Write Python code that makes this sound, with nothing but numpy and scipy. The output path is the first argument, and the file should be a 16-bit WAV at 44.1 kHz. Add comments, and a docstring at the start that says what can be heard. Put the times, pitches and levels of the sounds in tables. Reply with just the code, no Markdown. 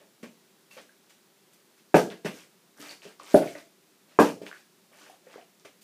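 """A faint slosh over steady hiss comes first, then a soft bump, then louder landings with water slapping after.
Two partly filled plastic water bottles are flipped and tossed onto the carpet of a small bedroom.
Damped tones make the thumps and wall ticks; clouds of tiny ringing bubbles make the splashes and sloshes.
Single larger bubbles make the gulps. Room echoes surround them over shaped noise, heard through
a small microphone with a limiter."""
import sys
import numpy as np
from scipy import signal
from scipy.fft import rfft, irfft
from scipy.io import wavfile
from scipy.ndimage import uniform_filter1d, minimum_filter1d

SR = 44100
rng = np.random.default_rng(int(sys.argv[2]) if len(sys.argv) > 2 else 0)


def unload_wav(signal):
    """Save mono or channel-first audio to the path in sys.argv[1] as 16-bit WAV at rate SR, clipped to [-1, 1]."""
    wavfile.write(
        sys.argv[1],
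        SR,
        np.round(np.clip(np.atleast_2d(signal).T, -1, 1) * 32767).astype(np.int16),
    )


N = 257102  # length of the sound in samples

# Bottles meeting the carpet; levels are before the room and microphone: (time [s], bottle [name],
#     first contact level [dB], treble cutoff [Hz], contacts [count], first gap [s],
#     first wall pitch [Hz], last wall pitch [Hz], wall level against body [dB],
#     splash level before the wall loss [dB], splash tilt [dB per octave])
BOTTLE_LANDINGS = [ (0.228, "flipped", -50.5, 570, 1, 0, 236, 243, -1.5, -47.5, -4.5),
                   (1.9426, "flipped", -17.5, 2700, 5, .0059, 701, 225, -6, -33.5, -2.5),
                   (2.2464, "flipped", -36, 674, 1, 0, 195, 200, -8, -36, -5),
                   (2.796, "flipped", -57, 414, 1, 0, 292, 292, -1.5, -56, 9),
                   (3.051, "flipped", -52, 667, 1, 0, 402, 396, -34, -62, -5),
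                   (3.3421, "tossed", -18.5, 1000, 2, .005, 406, 650, 1.5, -41, 1),
                   (3.411, "tossed", -35, 830, 1, 0, 284, 280, -21, -39, -8.5),
                   (3.551, "tossed", -54.5, 2470, 1, 0, 550, 567, -14, -49, -5.5),
                   (4.1885, "flipped", -17.5, 2300, 2, .0088, 987, 290, -5, -33.5, -2),
                   (4.4152, "flipped", -44, 740, 1, 0, 530, 527, -6.5, -55, -3),
                   (5.649, "flipped", -63, 3640, 1, 0, 1370, 1373, 5, -48.5, -5)]
# Tones each bottle rings with on the floor, by bottle name: (pitch [Hz], width [Hz], relative level [dB])
BOTTLE_TONES = { "flipped": [(192.1, 51, 2), (427, 133, 11), (608.7, 53, 4.5), (842, 310, -2.5),
                (1144, 360, -6.5), (1579, 190, -4.5), (2460, 450, -14.5)], "tossed": [(199, 68, -4),
                (315, 150, 3), (607, 105.4, 8), (674.5, 76, -0.5), (1500, 197.3, -26), (1996, 510, -34.5)]}
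# Balance of the water spray from low to high: (frequency [Hz], relative level per octave band [dB])
SPRAY_SPECTRUM = [(400, -1.5), (800, -7.5), (1500, 2), (2400, 5.5), (3500, 2), (5500, 6.5), (9000, 4),
                  (15000, 0.5)]
# Single large bubbles, levels before the wall loss: (time [s], pitch [Hz], level [dB], ring [cycles])
LARGE_BUBBLES = [ (0.711, 2670, -57, 120), (0.767, 512, -51, 18), (0.893, 1590, -62.5, 19),
                 (2.824, 1280, -53.5, 52), (2.893, 4440, -50.5, 20), (3.199, 1110, -50, 4.9),
                 (3.475, 2230, -49.5, 6.7), (3.552, 1960, -52.5, 9), (4.514, 1518, -48.5, 7.5),
                 (4.528, 1650, -48, 5.9), (5.098, 734, -54.5, 5.8), (5.268, 504, -53.5, 10.6),
                 (5.358, 458, -47, 8.1), (5.380, 695, -53, 9.8)]
# Standing waves of the room: (pitch [Hz], gain before the wet level [dB], time to fade by 60 dB [s])
STANDING_WAVES = [(111, -1.5, .26), (159.6, 1, 0.1), (168, -6, 0.23), (190.5, 0.5, .32),
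                  (227.6, 11.5, 0.14), (294, 11.5, 0.23), (346.1, 1, 0.26), (399, -1.5, 0.19),
                  (410.6, -1.5, 0.12), (407.3, -15, 0.28), (502, 5, .25), (572, 5, 0.088),
                  (650.8, 2.5, 0.059), (673, 2, 0.6), (743, -6.5, .22), (892, -1, .17), (956, -0.5, 0.22),
                  (1116, -7, 0.1), (1490, 0, 0.22), (1644, 1.5, 0.54)]
# Blurred echo of the room:
#     (frequency [Hz], level against direct sound before the wet level [dB], time to fade by 60 dB [s])
DIFFUSE_ECHO = [(100, -2, 0.4), (236, 3, 0.37), (393, -5.5, 0.37), (669, 4, 0.25), (1205, -0.5, 0.22),
                (2450, 3, 0.21), (6027, 1, 0.37), (14000, 3, 0.29)]
# Tone colour of the background: (frequency [Hz], relative level per Hz [dB])
HISS_SPECTRUM = [(18, -62), (30, -39.5), (113, -15), (185, -2), (240, -7), (274, -9), (394, -2.5),
                 (426, -10), (612, -13), (735, -14.5), (2700, -18), (2920, -18.5), (3680, -17.5),
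                 (5170, -19), (15000, -24)]
# Loud ticks as thin plastic buckles: (time [s], pitch [Hz], width [Hz], level before the room [dB])
WALL_CREASES = [(2.257, 4600, 3500, -56.5), (2.911, 4660, 1200, -56), (3.020, 2700, 1200, -61.5),
                (3.234, 7960, 3658, -65), (3.344, 10770, 909, -47), (3.346, 1490, 450, -38),
                (4.4662, 2585, 2030, -53), (5.341, 1420, 1100, -59.5), (5.598, 5880, 4000, -70.5)]
# First echoes from furniture and ceiling: (delay [s], gain before the wet level [dB])
FIRST_ECHOES = [(.0098, -20.5), (0.0148, -18.5), (0.023, -12.5), (.041, -19)]
# Water swinging as a bottle is lifted, flipped or rolls, or falling back and churning after a landing; levels
# are before the wall loss: (time [s], length [s], share of length spent swelling [0-1], level [dB], treble tilt
# [dB per octave])
WATER_SWINGS = [ (0.000, 0.039, 0.24, -59, -10.5), (0.702, 0.13, 0.095, -58.5, -0.5),
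                (0.765, 0.046, 0.23, -50, -6.5), (1.094, 0.021, 0.32, -58, -1.5),
                (1.525, 0.032, 0.24, -64.5, 3), (1.771, 0.039, 0.21, -67.5, -1),
                (2.098, 0.046, 0.28, -46.5, -6.5), (2.302, 0.15, 0.36, -55.5, -2),
                (2.761, .17, .5, -50, -2.5), (2.897, 0.036, 0.32, -49, -3), (3.019, .11, .1, -54, -3.5),
                (3.191, 0.061, 0.19, -55.5, -5), (3.228, .15, 0.7, -49.5, -2.6),
                (3.439, .11, .2, -50.5, -2.5), (3.564, 0.054, 0.29, -54.5, -3),
                (4.077, 0.12, 0.28, -64.5, -4.5), (4.232, 0.071, .25, -42, -4),
                (4.45, 0.046, 0.43, -49.5, -3.5), (4.52, .11, 0.21, -60.5, -2),
                (4.899, 0.27, 0.45, -57.5, -3.5), (5.235, 0.2, 0.48, -58, -5.5),
                (5.809, 0.043, 0.26, -59.5, 3.5)]

HISS_DB = -62.5  # before the microphone
TOP_HZ = 15400  # highest crinkle pitch and the microphone's treble limit
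T = np.arange(SR // 20) / SR  # 50 ms time axis [s] for tones and large bubbles, and for setting their levels

# A landing bottle chatters: each contact is weaker, and each gap is this many times the last
CHATTER_LOSS_DB, CHATTER_GAP_GROWTH = 4.5, 1.34
# Splash length after a 0 dB blow [s], blow step that doubles it [dB], share of it spent swelling
SPLASH_S, SPLASH_DOUBLING_DB, SPLASH_SWELL = .085, 27, .25
# The short slap that opens a splash: length [s], share spent swelling, level against the splash [dB]
SLAP_S, SLAP_SWELL, SLAP_DB = .007, .1, -8
# Faint crinkles in each swing: middle pitch [Hz] and its spread [octaves], width as a share of pitch
CRINKLE_HZ, CRINKLE_SPREAD_OCT, CRINKLE_WIDTH = 3800, .5, 0.54
CRINKLE_DB, CRINKLE_SCATTER_DB = -21, 5.5  # level against the swing, and its random scatter


def amp(db):
    """Turn decibels into a gain."""
    return 10 ** (np.asarray(db) / 20)


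def level(x, db):
    """Scale a sound to an average (rms) level in dB."""
    return x * amp(db) / np.sqrt(np.mean(x ** 2) + 1e-30)


def lookup(table, hz, axis=1):
    """Read between the rows of a table, with frequency on a log scale."""
    table = np.array(table, float)
    return np.interp(np.log(np.maximum(hz, 1)), np.log(table[:, 0]), table[:, axis])


def add(out, start_s, x):
    """Mix x into out from a given time."""
    i = max(0, int(start_s * SR))
    out[i:i + len(x)] += x[:max(0, N - i)]


def resonance(hz, width_hz):
    """A damped tone swells and dies away, faster when its width is larger; gain near 1 at its pitch."""
    age = np.pi * width_hz * T
    swell = age * np.exp(-age)
    return 2 * swell / swell.sum() * np.sin(2 * np.pi * hz * T)


def bubble(hz, cycles, t, glide=0.046):
    """A bubble rings for some cycles, rising in pitch as it nears the surface."""
    age = hz * t / cycles
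    rise = glide * np.minimum(age, 2) / 2
    onset = 1 - np.exp(-2 * hz * t)
    fade = np.exp(-np.pi * age)
    return fade * onset * np.sin(2 * np.pi * hz * t * (1 + rise))


def moments(length_s, swell, count):
    """Random times within a rush, as a column, crowd towards its peak and thin out after it."""
    return length_s * rng.triangular(0, np.clip(swell, 0, 1), 1, (count, 1))


def landings():
    """Each contact rings the bottle on the floor; a lower cutoff on the carpet passes less treble."""
    out = np.zeros(N)
    for (start_s, bottle, blow_db, cutoff_hz, contacts, gap_s,
         first_hz, last_hz, wall_db, _, _) in BOTTLE_LANDINGS:
        body = sum(amp(tone_db) * resonance(hz, width_hz)
                   for hz, width_hz, tone_db in BOTTLE_TONES[bottle])
        carpet = signal.butter(4, min(cutoff_hz, SR / 4), fs=SR, output="sos")
        wall_pitches = np.geomspace(first_hz, last_hz, round(contacts))
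        for k, wall_hz in enumerate(wall_pitches):
            wall = level(resonance(wall_hz, 0.37 * wall_hz), wall_db)
            ring = level(body, 0) + wall
            contact = level(signal.sosfilt(carpet, ring), blow_db - k * CHATTER_LOSS_DB)
            # the minus sign turns the wave over; each contact draws a new diffuse echo
            add(out, start_s, room(-contact))
            start_s += gap_s * CHATTER_GAP_GROWTH ** k
    return out


def rushes():
    """Water swings with the bottle, and each landing drives a slap and a splash, longer after a harder blow."""
    rows = list(WATER_SWINGS)
    for start_s, _, blow_db, *_, splash_db, tilt_db in BOTTLE_LANDINGS:
        splash_s = SPLASH_S * 2 ** (blow_db / SPLASH_DOUBLING_DB)
        rows.append((start_s, SLAP_S, SLAP_SWELL, splash_db + SLAP_DB, tilt_db))
        rows.append((start_s, splash_s, SPLASH_SWELL, splash_db, tilt_db))
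    return rows


def sloshes(count=120, cycles=4, scatter_db=4.0):
    """Each rush of water is a cloud of tiny ringing bubbles that builds and thins out."""
    out = np.zeros(N)
    t = T[:len(T) // 8]
    for start_s, length_s, swell, db, tilt_db in rushes():
        first_sample = (moments(length_s, swell, count) * SR).astype(int)
        hz = np.exp(rng.uniform(np.log(400), np.log(15000), (count, 1)))
        tilt = tilt_db * np.log2(hz / hz.mean())
        scatter = scatter_db * rng.standard_normal((count, 1))
        size_db = lookup(SPRAY_SPECTRUM, hz) + tilt + scatter
        # small bubbles die sooner, so they need a higher peak for the same energy
        peak = amp(size_db) * np.sqrt(hz)
        grains = peak * bubble(hz, cycles, t) * (1 - t / t[-1])
        positions = first_sample + np.arange(len(t))
        cloud = np.bincount(positions.ravel(), grains.ravel())  # sum overlapping bubbles
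        add(out, start_s, level(cloud, db))
    return out


def gulps():
    """Large pockets of air break through the water one at a time, each ringing as a bubble."""
    out = np.zeros(N)
    for start_s, hz, db, cycles in LARGE_BUBBLES:
        add(out, start_s, level(bubble(hz, cycles, T), db))
    return out


def creases(count=3):
    """The bottle wall makes quickly damped ticks: a few loud ones, and crinkles in each swing."""
    out = np.zeros(N)
    for start_s, hz, width_hz, db in WALL_CREASES:
        add(out, start_s, level(resonance(hz, width_hz), db))
    for start_s, length_s, swell, swing_db, _ in WATER_SWINGS:
        times = moments(length_s, swell, count).ravel()
        for after_s, (pitch, size) in zip(times, rng.standard_normal((count, 2))):
            hz = min(CRINKLE_HZ * 2 ** (CRINKLE_SPREAD_OCT * pitch), TOP_HZ)
            db = swing_db + CRINKLE_DB + CRINKLE_SCATTER_DB * size
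            add(out, start_s + after_s, level(resonance(hz, CRINKLE_WIDTH * hz), db))
    return out


def room(x, wet_db=0, build_s=0.0011):
    """Walls return first echoes, a diffuse tail of fading noise bands, and standing waves at fixed pitches."""
    t = np.arange(SR // 3) / SR
    noise = rfft(rng.standard_normal(len(t)))
    bins = np.fft.rfftfreq(len(t), 1 / SR)
    build = 1 - np.exp(-t / build_s)
    response = np.zeros(len(t))
    soft = np.hanning(15)
    for delay_s, db in FIRST_ECHOES:
        add(response, delay_s, amp(db) * soft / soft.sum())  # cluttered surfaces scatter the treble away
    edges = np.geomspace(60, 16000, 17)  # about half an octave apart
    for lo, hi in zip(edges, edges[1:]):
        centre = np.sqrt(lo * hi)
        band = irfft(noise * (bins >= lo) * (bins < hi), len(t))
        t60 = lookup(DIFFUSE_ECHO, centre, axis=2)
        band = band * build * np.exp(-np.log(1000) * t / t60)
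        share = np.sqrt(2 * (hi - lo) / SR / len(t))  # wider bands carry more energy
        response += level(band, lookup(DIFFUSE_ECHO, centre)) * share
    for hz, db, t60 in STANDING_WAVES:
        fade = build * np.exp(-np.log(1000) * t / t60)
        response += amp(db) * 2 * fade / fade.sum() * np.cos(2 * np.pi * hz * t)
    direct = signal.unit_impulse(len(t))
    return signal.fftconvolve(x, direct + amp(wet_db) * response)[:N]


def hiss():
    """Shaped steady noise gives the low rush of the room and the hiss of the microphone."""
    shape = amp(lookup(HISS_SPECTRUM, np.fft.rfftfreq(N, 1 / SR)))
    noise = rfft(rng.standard_normal(N))
    return level(irfft(noise * shape, N), HISS_DB)


def scene(count=3, wall_loss_db=3):
    """Mix bottles, water and room; each part of the spray reaches the walls by its own paths."""
    through_wall = amp(-wall_loss_db)  # the water is heard through the plastic
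    spray = sum(room(sloshes(), wet_db=-0.5) for _ in range(count)) / np.sqrt(count)
    small = room(creases() + through_wall * gulps(), wet_db=-3.5)
    mix = landings() + through_wall * spray + small + hiss()
    return mix[None]  # one channel


def record(dry, ceiling=1.0, low_cut_hz=122, lopsided=0.056):
    """The microphone drops bass, a quick limiter holds peaks, loud peaks bend a little, and the top is cut."""
    x = signal.sosfilt(signal.butter(3, low_cut_hz, "high", fs=SR, output="sos"), dry)
    gain = np.minimum(1, min(ceiling, 1) / (np.abs(x) + 1e-9))
    held = minimum_filter1d(gain, size=100)  # 100 samples is about 2.3 ms
    x = x * uniform_filter1d(held, size=100)
    x = x + lopsided * x ** 2  # up and down swings become unequal
    return signal.sosfilt(signal.ellip(10, .2, 70, TOP_HZ, fs=SR, output="sos"), x)


dry = scene()
out = record(dry)
unload_wav(out)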